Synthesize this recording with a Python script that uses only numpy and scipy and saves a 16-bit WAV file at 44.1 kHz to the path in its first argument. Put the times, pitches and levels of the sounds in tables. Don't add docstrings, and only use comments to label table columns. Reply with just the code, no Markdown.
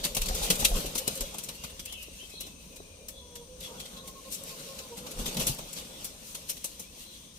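import sys
import numpy as np
from scipy import signal
from scipy.fft import rfft, irfft
from scipy.io import wavfile
from scipy.ndimage import uniform_filter1d

SR = 44100
rng = np.random.default_rng(int(sys.argv[2]) if len(sys.argv) > 2 else 0)


def wav_out(sig):
    wavfile.write(sys.argv[1], SR, np.round(np.clip(np.atleast_2d(sig).T, -1, 1) * 32767).astype(np.int16))


def elevation(decibels):
    levels = np.asarray(decibels, float)
    return 10 ** (levels / 20)


N = 325458
T = np.arange(N) / SR
HZ = np.arange(N // 2 + 1) * SR / N + 1e-3

# f/Hz, level/dB per Hz
LOFT_COLOUR = [(15, -16), (25, -1.5), (59, 1), (112, -10.5), (184, -1.5), (406, -14.5), (876, -22.5),
               (996, -16), (2000, -42), (2600, -66), (4400, -120)]
HISS_COLOUR = [(1500, -13), (2000, -13), (2500, -5.5), (4000, -1.5), (5000, -8.5), (6200, 4), (7500, -13),
               (8700, 3.5), (9800, -10), (12000, -17), (14500, -18), (16000, -20)]
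FLOCK_COLOUR = [(400, -8.0), (480, -6.0), (540, -2.0), (600, -10.0), (680, -13.5)]
DRAUGHT_COLOUR = [(12, -34), (25, -1.5), (60, 0.5), (90, 1.5), (140, -32)]
GUST_COLOUR = [(12, -42), (22, -4), (33, 3), (50, -7), (80, -19), (130, -31)]
FEATHER_COLOUR = [(530, -58), (900, -8), (1190, -8.5), (1670, -11), (2810, -1), (3930, 1), (5000, -3.5),
                  (5720, -2), (9000, -11.5), (11700, -58), (19800, -120)]
SHEEN_COLOUR = [(3530, -13.5), (6000, -1.5), (9880, -0.5), (10800, -1), (13200, -2.5), (15600, -5),
                (16000, -41), (16300, -45)]
BODY_COLOUR = [(53, -43), (90, -15.5), (139, -2), (178, 2), (344, -9), (539, -2), (698, -10), (833, -9.5),
               (926, -11.5), (1240, -13), (1500, -15.5), (1950, -30.5), (3300, -120)]
QUILL_COLOUR = [(2000, -34), (4000, -15), (7500, 3.5), (11000, 2.5), (14500, -2), (16400, -1), (16600, -50)]

# t/s, level/dB
FLOCK_LEVEL = [(0, -49), (.47, -45.5), (1.0, -51), (1.5, -59.5), (2.5, -66.5), (3.0, -58.5), (3.5, -60.5),
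               (4.07, -56.5), (4.8, -57), (5.3, -72), (5.7, -60), (6.15, -70), (6.45, -62.5), (7.38, -69)]
# t/s, level/dB
DRAUGHT_LEVEL = [
    (0, -57.5),
    (1.3, -57),
    (2.0, -57.5),
    (2.6, -61.5),
    (3.2, -57.5),
    (3.8, -63.5),
    (4.4, -67),
    (5.6, -71),
    (6.5, -68),
    (7.38, -66),
]
# t/s, peak level/dB
GUSTS = [(.02, -44.5), (.11, -46), (.215, -33.5), (.325, -29.5), (.435, -35), (.545, -32.5), (.655, -28.5),
         (.75, -30), (.86, -41), (.97, -49), (1.1, -47), (1.22, -39), (5.21, -35.5), (5.285, -41),
         (5.41, -40), (5.49, -38), (5.63, -46)]
# t/s, feather level/dB, floor-shaking feet level/dB
BUSTLE = [(0, -44, -45.5), (.15, -45, -51), (.4, -36, -39.5), (.65, -44, -40.5), (1.15, -44, -48),
          (1.5, -48, -51), (1.8, -52, -57), (2.3, -51, -55.5), (2.85, -57.5, -58.5), (3.5, -58.5, -58),
          (3.75, -50, -47.5), (4.2, -52.5, -53.5), (4.6, -45.5, -50.5), (4.95, -51, -49.5), (5.4, -42, -41),
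          (5.65, -48.5, -49.5), (6.5, -49.5, -55.5), (7.38, -54.5, -64.5)]
# t/s, peak level/dB, sheen above 7 kHz level/dB, body under 1 kHz level/dB
FLURRY = [(0.0494, -22.5, -2, -3.5), (0.1484, -31, 3, -13), (0.167, -22, -3, -7), (0.216, -27.5, -1, -21),
          (0.258, -32.5, 2, -1), (.3475, -35, 5.5, -1), (0.502, -15.5, -2.5, -6.5), (0.553, -33, 3, -24),
          (.6194, -29, -8, 0), (0.284, -28, -2, -2.5), (0.506, -28, -11, -10), (0.6555, -40, -6, -12),
          (.4414, -38, 2, -20), (0.859, -32.5, -0.5, -13), (0.953, -26, -1.5, -4), (0.979, -27, 2.5, -21),
          (1.1544, -39, 4, -32), (1.175, -39, -3, -14), (1.2062, -29.5, 1, -5), (1.3433, -40, -0.5, 1),
          (1.384, -36, 3, -6), (1.437, -43, 9.5, -21), (1.487, -32, -4, -5), (1.5494, -53, 7, -11),
          (1.638, -33, -4, -3), (1.6994, -44, -3, -14), (1.7945, -34.5, -4, -10), (1.856, -38, -2, -8),
          (1.923, -37.5, -0.5, -9), (2.027, -47, 6, -2)]
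# t/s, peak level/dB, sheen level/dB, body level/dB
FLICKS = [(2.297, -49.5, 2, -1), (2.406, -38, 4.5, -9), (2.467, -43, -2, -0.5), (2.761, -44.5, 1.5, -19),
          (3.085, -39.5, 3.5, -27), (3.356, -38.5, -3, -12), (3.6064, -39.5, -2.5, -24),
          (3.799, -35.5, -3, -14), (3.9699, -43, -6, -15), (4.076, -41, 1.5, -6), (4.436, -59, 13, -1),
          (4.788, -34, -6, -25), (3.855, -42.5, -3, -12), (4.595, -53, 8, -12), (5.111, -40.5, 2.5, -10),
          (5.065, -36, -5, 0.5), (5.172, -48, -6, -4), (4.9715, -46, 0, -8), (5.396, -29.5, -4, -10),
          (5.2586, -28, -4, -7), (5.3448, -38, -2, -11), (5.368, -25.5, -6.5, -5.5), (5.468, -28, 5, -6),
          (5.478, -29.5, 2, -11), (5.587, -36.5, -3, 2), (5.729, -40.5, 3, -16), (6.0455, -38, 8.5, -29),
          (6.348, -34.5, 0, -4.5), (6.568, -40.5, -3, -8), (6.643, -34, 7, -7), (6.796, -47.5, 12.5, 2.5)]
# crest t/s, peak level/dB, sheen level/dB, body level/dB, rise/s
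SWISHES = [(0.043, -23, -5, -21, 0.0018), (0.44, -28, -1.5, -20, 0.0066), (0.603, -28.5, 1, -9, 0.0047),
           (0.652, -15, -1.1, -17, 0.0018), (0.768, -31, -2, 0, 0.012), (3.64, -40, -5, -32, 0.011),
           (4.328, -40, 6.5, -20, 0.0057), (4.347, -40.5, 7, -22, 0.0029), (4.482, -42.5, -2, -10, 0.01),
           (4.98, -41, -0.5, -1, 0.0055), (5.2, -36.5, -2, 0.5, 0.0078), (5.281, -32.5, -3, -5, 0.0031),
           (5.409, -28, -2, -2, 0.0062), (5.491, -34, 1, -3.5, 0.0086), (5.776, -35, -5.5, -6, 0.0081),
           (1.08, -25, 0.5, -3.5, 0.0016), (6.499, -32.5, 5.5, -15.5, 0.003), (6.3, -60, 14, -23, 0.02),
           (7.01, -46, -1, -30, 0.012)]
# t/s, peak level/dB, fall/s
SNAPS = [(0.049, -19, 0.002), (0.1496, -22, 0.002), (0.167, -18, 0.002), (0.2179, -21, 0.002),
         (0.2603, -30, 0.002), (0.3485, -27, 0.002), (0.4414, -22, 0.002), (0.5015, -14, 0.002),
         (0.6, -26, 0.002), (0.6484, -12, 0.0022), (0.7669, -26, 0.002), (0.804, -27, 0.0022),
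         (0.9514, -26, 0.002), (0.9787, -25, 0.002), (1.0782, -14, 0.002), (1.1543, -28, 0.002),
         (1.176, -27, 0.0023), (1.2085, -23, 0.002), (1.3433, -34, 0.002), (1.3833, -27, 0.002),
         (1.4376, -29, 0.002), (1.6387, -34, 0.002), (1.7948, -35, 0.002), (1.8534, -32, 0.002),
         (1.8585, -26, 0.002), (1.924, -35, 0.002), (2.0257, -35, 0.002), (2.408, -27, 0.002),
         (2.7591, -43, 0.002), (3.0844, -29, 0.002), (3.3543, -34, 0.002), (3.6042, -37, 0.002),
         (3.7958, -37, 0.002), (4.0761, -35, 0.002), (4.3241, -25, 0.002), (4.4368, -29, 0.0022),
         (4.788, -37, 0.002), (5.1696, -40, 0.002), (5.2584, -30, 0.002), (5.3448, -32, 0.002),
         (5.3687, -28, 0.002), (5.3991, -24, 0.002), (5.469, -17, 0.002), (5.5474, -31, 0.002),
         (5.5862, -35, 0.002), (5.732, -33, 0.002), (6.0447, -27, 0.002), (6.348, -36, 0.0017),
         (6.4971, -29, 0.0018), (6.6435, -24, 0.002), (6.7955, -35, 0.002)]
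# t/s, peak level/dB, f/Hz, ring/s
THUDS = [
    (0.162, -40, 172, 0.077),
    (0.275, -33, 154, 0.047),
    (0.501, -29, 175, 0.1),
    (0.595, -29.5, 154, 0.065),
    (1.068, -44, 181, 0.047),
    (5.194, -33, 230, 0.094),
    (5.278, -29.5, 243, 0.064),
    (5.391, -32, 191, 0.1),
    (5.496, -25, 136, 0.082),
]
# t/s, peak level/dB, f/Hz, ring/s
KNOCKS = [
    (.299, -18, 553, 0.01),
    (0.847, -25, 390, 0.022),
    (.884, -40, 504, .03),
    (2.084, -31, 398, 0.013),
    (2.229, -40, 393, 0.03),
    (2.339, -34.5, 420, 0.022),
    (2.452, -38.5, 444, .02),
    (2.803, -31, 424, 0.022),
    (4.801, -34.5, 534, 0.028),
]
# t/s, peak level/dB, f/Hz, ring/s
PINGS = [
    (0.309, -32, 740, 0.087),
    (0.416, -33.5, 830, 0.18),
    (0.627, -29.5, 834, 0.11),
    (0.715, -30.5, 691, 0.085),
]
# t/s, length/s, f/Hz, glide/Hz, level/dB
WHISTLES = [(0.972, 0.15, 2940, 2, -49.5), (1.159, 0.089, 2880, 60, -52), (1.18, 0.27, 3330, 30, -54),
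            (1.376, 0.073, 3390, -3, -59), (1.536, 0.25, 2800, 8, -55), (1.8, 0.12, 3320, 0, -57),
            (2.232, 0.067, 2640, 0, -55), (2.3, 0.12, 2550, 0, -56), (3.115, .07, 3410, 0, -58),
            (3.191, 0.22, 3370, -17, -58.5), (3.36, 0.1, 3360, 0, -62), (2.98, .08, 2400, -3, -62),
            (6.825, 0.085, 2450, 450, -59)]
# t/s, length/s, f/Hz, glide/Hz, level/dB
SQUEAKS = [(1.9, 0.067, 3430, -100, -50), (1.865, 0.042, 2750, 500, -51), (1.9, .09, 3080, -120, -47.5),
           (1.959, 0.08, 2974, -200, -48.5), (1.934, 0.1, 2650, -120, -49), (2.07, 0.19, 2710, -42, -55.5),
           (2.187, 0.036, 2960, 350, -49), (2.204, 0.059, 3160, 40, -49), (2.186, 0.043, 2750, 60, -55),
           (2.326, 0.14, 3330, 14, -53), (2.34, 0.055, 4200, 40, -50), (2.381, 0.071, 3990, 150, -47.5),
           (2.411, 0.056, 3000, 150, -54), (2.422, 0.12, 2600, -60, -57.5), (2.56, 0.11, 2560, -56, -57.5),
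           (2.701, 0.1, 2500, 0, -61), (2.829, 0.13, 2430, -34, -60), (2.779, .05, 3900, 0, -58),
           (3.156, 0.068, 3410, -35, -50.5), (3.63, 0.06, 3370, -60, -45.5), (3.779, 0.078, 3330, -7, -51),
           (3.805, 0.09, 3200, 2, -55), (3.963, 0.042, 3380, 0, -51), (5.906, 0.096, 3450, -2, -54.5)]
# t/s, length/s, f/Hz, glide/Hz, level/dB
SQUEALS = [
    (1.869, 0.22, 2936, -300, -50.5),
    (2.313, 0.162, 3920, -100, -51),
    (3.156, 0.055, 3900, 0, -55),
    (3.965, 0.068, 3920, -2, -50.5),
    (6.951, 0.39, 3350, 306, -57.5),
    (7.04, 0.14, 4020, -150, -54.5),
]
# t/s, length/s, f/Hz, fundamental level/dB, octave level/dB
COO = [(0.984, 0.042, 524, -41.5, -67), (1.157, 0.038, 532, -44.5, -80), (1.221, .035, 552, -44.5, -72),
       (2.85, 0.35, 522, -69, -91), (3.121, 0.098, 540, -56.5, -85), (3.19, 0.15, 488, -62, -62.5),
       (3.3, 0.15, 478, -54.5, -59), (3.39, 0.061, 480, -59, -61), (3.472, 0.11, 508, -50.5, -70),
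       (3.54, 0.34, 511, -57.5, -80), (3.679, 0.072, 468, -57, -57), (3.728, 0.062, 482, -51.5, -60),
       (3.95, 0.067, 537, -71, -56), (4.031, 0.088, 542, -67, -52), (4.145, 0.063, 542, -65, -52),
       (4.246, 0.055, 530, -51, -55), (4.407, 0.067, 546, -57, -62), (4.53, 0.05, 510, -60, -59),
       (4.582, 0.031, 526, -55, -57), (4.8, 0.083, 518, -61, -57.5), (4.496, 0.057, 537, -78, -55),
       (4.66, 0.094, 542, -48.5, -53.5), (4.71, 0.072, 522, -63, -62), (4.899, 0.06, 471, -45, -52.5),
       (4.99, 0.095, 493, -52, -68), (5.029, 0.043, 503, -52, -59), (5.15, 0.11, 499, -50, -68)]

LOFT_DB, HISS_DB, HISS_LEFT_DB = -55.5, -55.5, 5
GUST_S = 0.025
CLAP_LATE_S, CLAP_HOLD_S = 0.00146, 0.0015
CLAP_RISE_S, CLAP_FALL_S = 0.0013, 0.0062
LOUD_DB, QUICKER_PER_DB = -24.5, 0.02
SHEEN_FALL_SHARE = 0.91
SWISH_FALL_SHARE = 1.9
LOFT_TAIL_DB, LOFT_TAIL_S = -26.5, 0.022
SHEEN_DB, SHEEN_SLOPE = -54, 0.72
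SNAP_RISE_S, SNAP_DB = 0.0002, -3
SQUEAK_HOARSE_HZ, SQUEAL_HOARSE_HZ, WHISTLE_HOARSE_HZ = 230, 603, 65.3
COO_SAG_HZ = -13
ECHO_DB, ECHO_S = -13, 0.04


def colour(x, table):
    hz, db = np.transpose(table)
    gain = elevation(np.interp(np.log(HZ), np.log(hz), db, -99, -99))
    y = irfft(rfft(x) * gain, N)
    return y / np.sqrt(np.mean(y ** 2))


def smooth(x, size, axis=-1):
    return uniform_filter1d(uniform_filter1d(x, size, axis), size, axis)


def walk(rate_hz):
    k = int(SR / rate_hz)
    steps = np.repeat(rng.standard_normal(N // k + 1), k)
    return 1.72 * smooth(steps, k)[:N]


def grains(spread_db):
    size = elevation(spread_db * rng.exponential(size=N // 8 + 1))
    return rng.standard_normal(N) * np.repeat(size, 8)[:N]


def field(table, spread_db, like_hz, direct, lag_s):
    same = direct + (1 - direct) / (1 + (HZ / like_hz) ** 2)
    shared, left, right = (rfft(grains(spread_db)) for _ in range(3))
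    late = shared * np.exp(-2j * np.pi * HZ * lag_s)
    pair = np.sqrt(same) * np.array([late, shared]) + np.sqrt(1 - same) * np.array([left, right])
    return colour(irfft(pair, N), table)


def curve(table, column):
    rows = np.array(table)
    return np.interp(T, rows[:, 0], rows[:, column])


def place(x, lag_s, pan_db):
    left = np.roll(x, int(lag_s * SR))
    return np.array([left * elevation(pan_db / 2), x * elevation(-pan_db / 2)])


def patchy(x, depth_db, bins, frames):
    _, _, z = signal.stft(x, nperseg=512)
    chance = uniform_filter1d(rng.standard_normal(z.shape[1:]), bins, axis=0)
    chance = uniform_filter1d(chance, frames, axis=1)
    gain = elevation(depth_db * chance / chance.std())
    gain = gain / np.sqrt(np.mean(gain ** 2))
    return signal.istft(z * gain, nperseg=512)[1][:, :N]


def note(s, length, hz, glide_hz, blur, blur_hz, arch=0.71):
    t = T[:int(length * SR)]
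    k = int(SR / blur_hz)
    noise = rng.standard_normal((2, SR))[:, :len(t) + 2 * k]
    fuzz = smooth(noise, k)[:, :len(t)] * np.sqrt(0.29 * k)
    phase = 2 * np.pi * (hz * t + glide_hz * (t ** 2 / length - t) / 2)
    rough = 1 - blur + blur * (fuzz[0] + 1j * fuzz[1])
    wave = np.imag(rough * np.exp(1j * phase))
    out = np.zeros(N)
    start = int(s * SR)
    out[start:start + len(t)] = 2 * np.sin(np.pi * t / length) ** arch * wave
    return out


def loft():
    lean_db = np.array([[HISS_LEFT_DB], [-HISS_LEFT_DB]]) / 2
    hiss = elevation(HISS_DB + 0.11 * walk(3.9) + lean_db) * field(HISS_COLOUR, 0, 600, 0.034, 0.000273)
    rumble = elevation(LOFT_DB + 0.68 * walk(2.535)) * field(LOFT_COLOUR, 0, 380, 0.28, -0.00026)
    return rumble + hiss


def flock():
    level = elevation(curve(FLOCK_LEVEL, 1) + 0.86 * walk(12))
    return level * field(FLOCK_COLOUR, 0, 610, 0.17, -0.000028)


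def air():
    puffs = sum(elevation(db) * np.exp(-((T - s) / GUST_S) ** 2 / 2) for s, db in GUSTS)
    gusts = puffs * field(GUST_COLOUR, 0, 800, 0.31, 0)
    return gusts + elevation(curve(DRAUGHT_LEVEL, 1)) * field(DRAUGHT_COLOUR, 0, 900, 0.44, 0)


def strokes():
    power = np.zeros((3, N))
    moves = []
    for s, db, sheen_db, body_db in FLURRY + FLICKS:
        rise = CLAP_RISE_S * (0.5 + QUICKER_PER_DB * (LOUD_DB - db))
        moves.append((s + CLAP_LATE_S, db, sheen_db, body_db, rise, CLAP_FALL_S))
    moves += [(*row, SWISH_FALL_SHARE * row[-1]) for row in SWISHES]
    for s, db, sheen_db, body_db, rise, fall in moves:
        span = slice(max(int((s - 10 * rise) * SR), 0), int(s * SR) + SR // 5)
        t = T[span] - s
        t = t - np.clip(t, 0, CLAP_HOLD_S)
        fall = fall * np.array([[1], [SHEEN_FALL_SHARE], [1]])
        decay = np.exp(-t / fall) + elevation(LOFT_TAIL_DB) * np.exp(-t / LOFT_TAIL_S)
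        shape = decay / (1 + np.exp(-t / rise - t / fall * (t < 0)))
        peak_db = db - 3.5 + np.array([[0], [sheen_db], [body_db]])
        power[:, span] += elevation(2 * peak_db) * shape / shape.max(axis=1, keepdims=True)
    return power


def wings():
    flutter = 1.1 * walk(25)
    stir = curve(BUSTLE, 1)
    sheen_stir = SHEEN_DB + SHEEN_SLOPE * (stir + 50)
    feet = curve(BUSTLE, 2) + 1.12 * walk(15)
    rustle = elevation(2 * np.array([stir + flutter, sheen_stir + flutter, feet]))
    still = elevation(2 * np.array([[-57.5], [-60], [-58]]))
    power = strokes() + np.maximum(rustle - still, 0.25 * still)
    lean = elevation(np.array([[-1.5, -2.0], [3.5, -1.5], [-2.0, -2.0]]))[..., None]
    feather, sheen, body = lean * np.sqrt(power)[:, None]
    out = feather * field(FEATHER_COLOUR, 0.96, 1800, 0.02, -0.0004)
    out += sheen * field(SHEEN_COLOUR, 1.7, 700, 0.22, -0.000363)
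    return out + body * field(BODY_COLOUR, 0.79, 710, 0.52, -0.00025)


def snaps():
    size = np.zeros(N)
    for s, db, fall in SNAPS:
        span = slice(int(s * SR) - 100, int(s * SR) + 1500)
        t = T[span] - s
        size[span] += elevation(db + SNAP_DB) * np.exp(-t / fall * (t > 0)) / (1 + np.exp(-t / SNAP_RISE_S))
    return size * elevation(np.array([[2.5], [-2.5]])) * field(QUILL_COLOUR, 1.5, 700, 0.37, -0.000367)


def knocks():
    out = np.zeros(N)
    t = T[:SR // 4]
    for s, db, hz, ring in KNOCKS + THUDS + PINGS:
        turn = 2 * np.pi * hz * t
        click = 0.86 * np.sin(1.46 * turn) + 0.5 * np.sin(2.34 * turn)
        modes = -np.sin(turn) - click * np.exp(-t / 0.004)
        shape = (1 - np.exp(-t / 0.0011)) * np.exp(-np.log(1000) * t / ring)
        i = int(s * SR)
        out[i:i + len(t)] += elevation(db) * modes * shape
    return place(out, -0.00037, 2.7)


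def squeaks():
    calls = [(*row, 0.92, SQUEAK_HOARSE_HZ) for row in SQUEAKS]
    calls += [(*row, 0.95, SQUEAL_HOARSE_HZ) for row in SQUEALS]
    calls += [(*row, 0.75, WHISTLE_HOARSE_HZ) for row in WHISTLES]
    sides = []
    for side_db in (1.5, -1.5):
        voice = sum(elevation(db) * note(s, length, hz, glide, blur, hoarse, arch=0.18)
                    for s, length, hz, glide, db, blur, hoarse in calls)
        sides.append(elevation(side_db) * voice)
    return np.array(sides)


def coo():
    voice = np.zeros(N)
    for s, length, hz, db, octave_db in COO:
        voice += elevation(db) * note(s, length, hz, COO_SAG_HZ, 0.32, 32)
        voice += elevation(octave_db) * note(s, length, 2 * hz, 2 * COO_SAG_HZ, 0.48, 60)
    return place(voice, -1e-4, -2.4)


def echo(x):
    tail = rng.standard_normal((2, N)) * np.exp(-T / ECHO_S) * np.sqrt(2 / (ECHO_S * SR))
    return x + elevation(ECHO_DB) * irfft(rfft(x) * rfft(tail), N)


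def scene():
    far = patchy(loft(), 1.75, bins=2, frames=12) + flock()
    flurries = air() + patchy(wings(), 2.3, bins=4, frames=8) + snaps() + knocks()
    return far + flurries + echo(squeaks() + coo())


def roll_off(x):
    return signal.sosfilt(signal.butter(12, 16480, fs=SR, output="sos"), x)


def record(dry):
    top = 1 / np.sqrt(1 + (HZ / 15100) ** 60)
    mix = irfft(rfft(dry) * top, N)
    return roll_off(mix)


dry = scene()
out = record(dry)
wav_out(out)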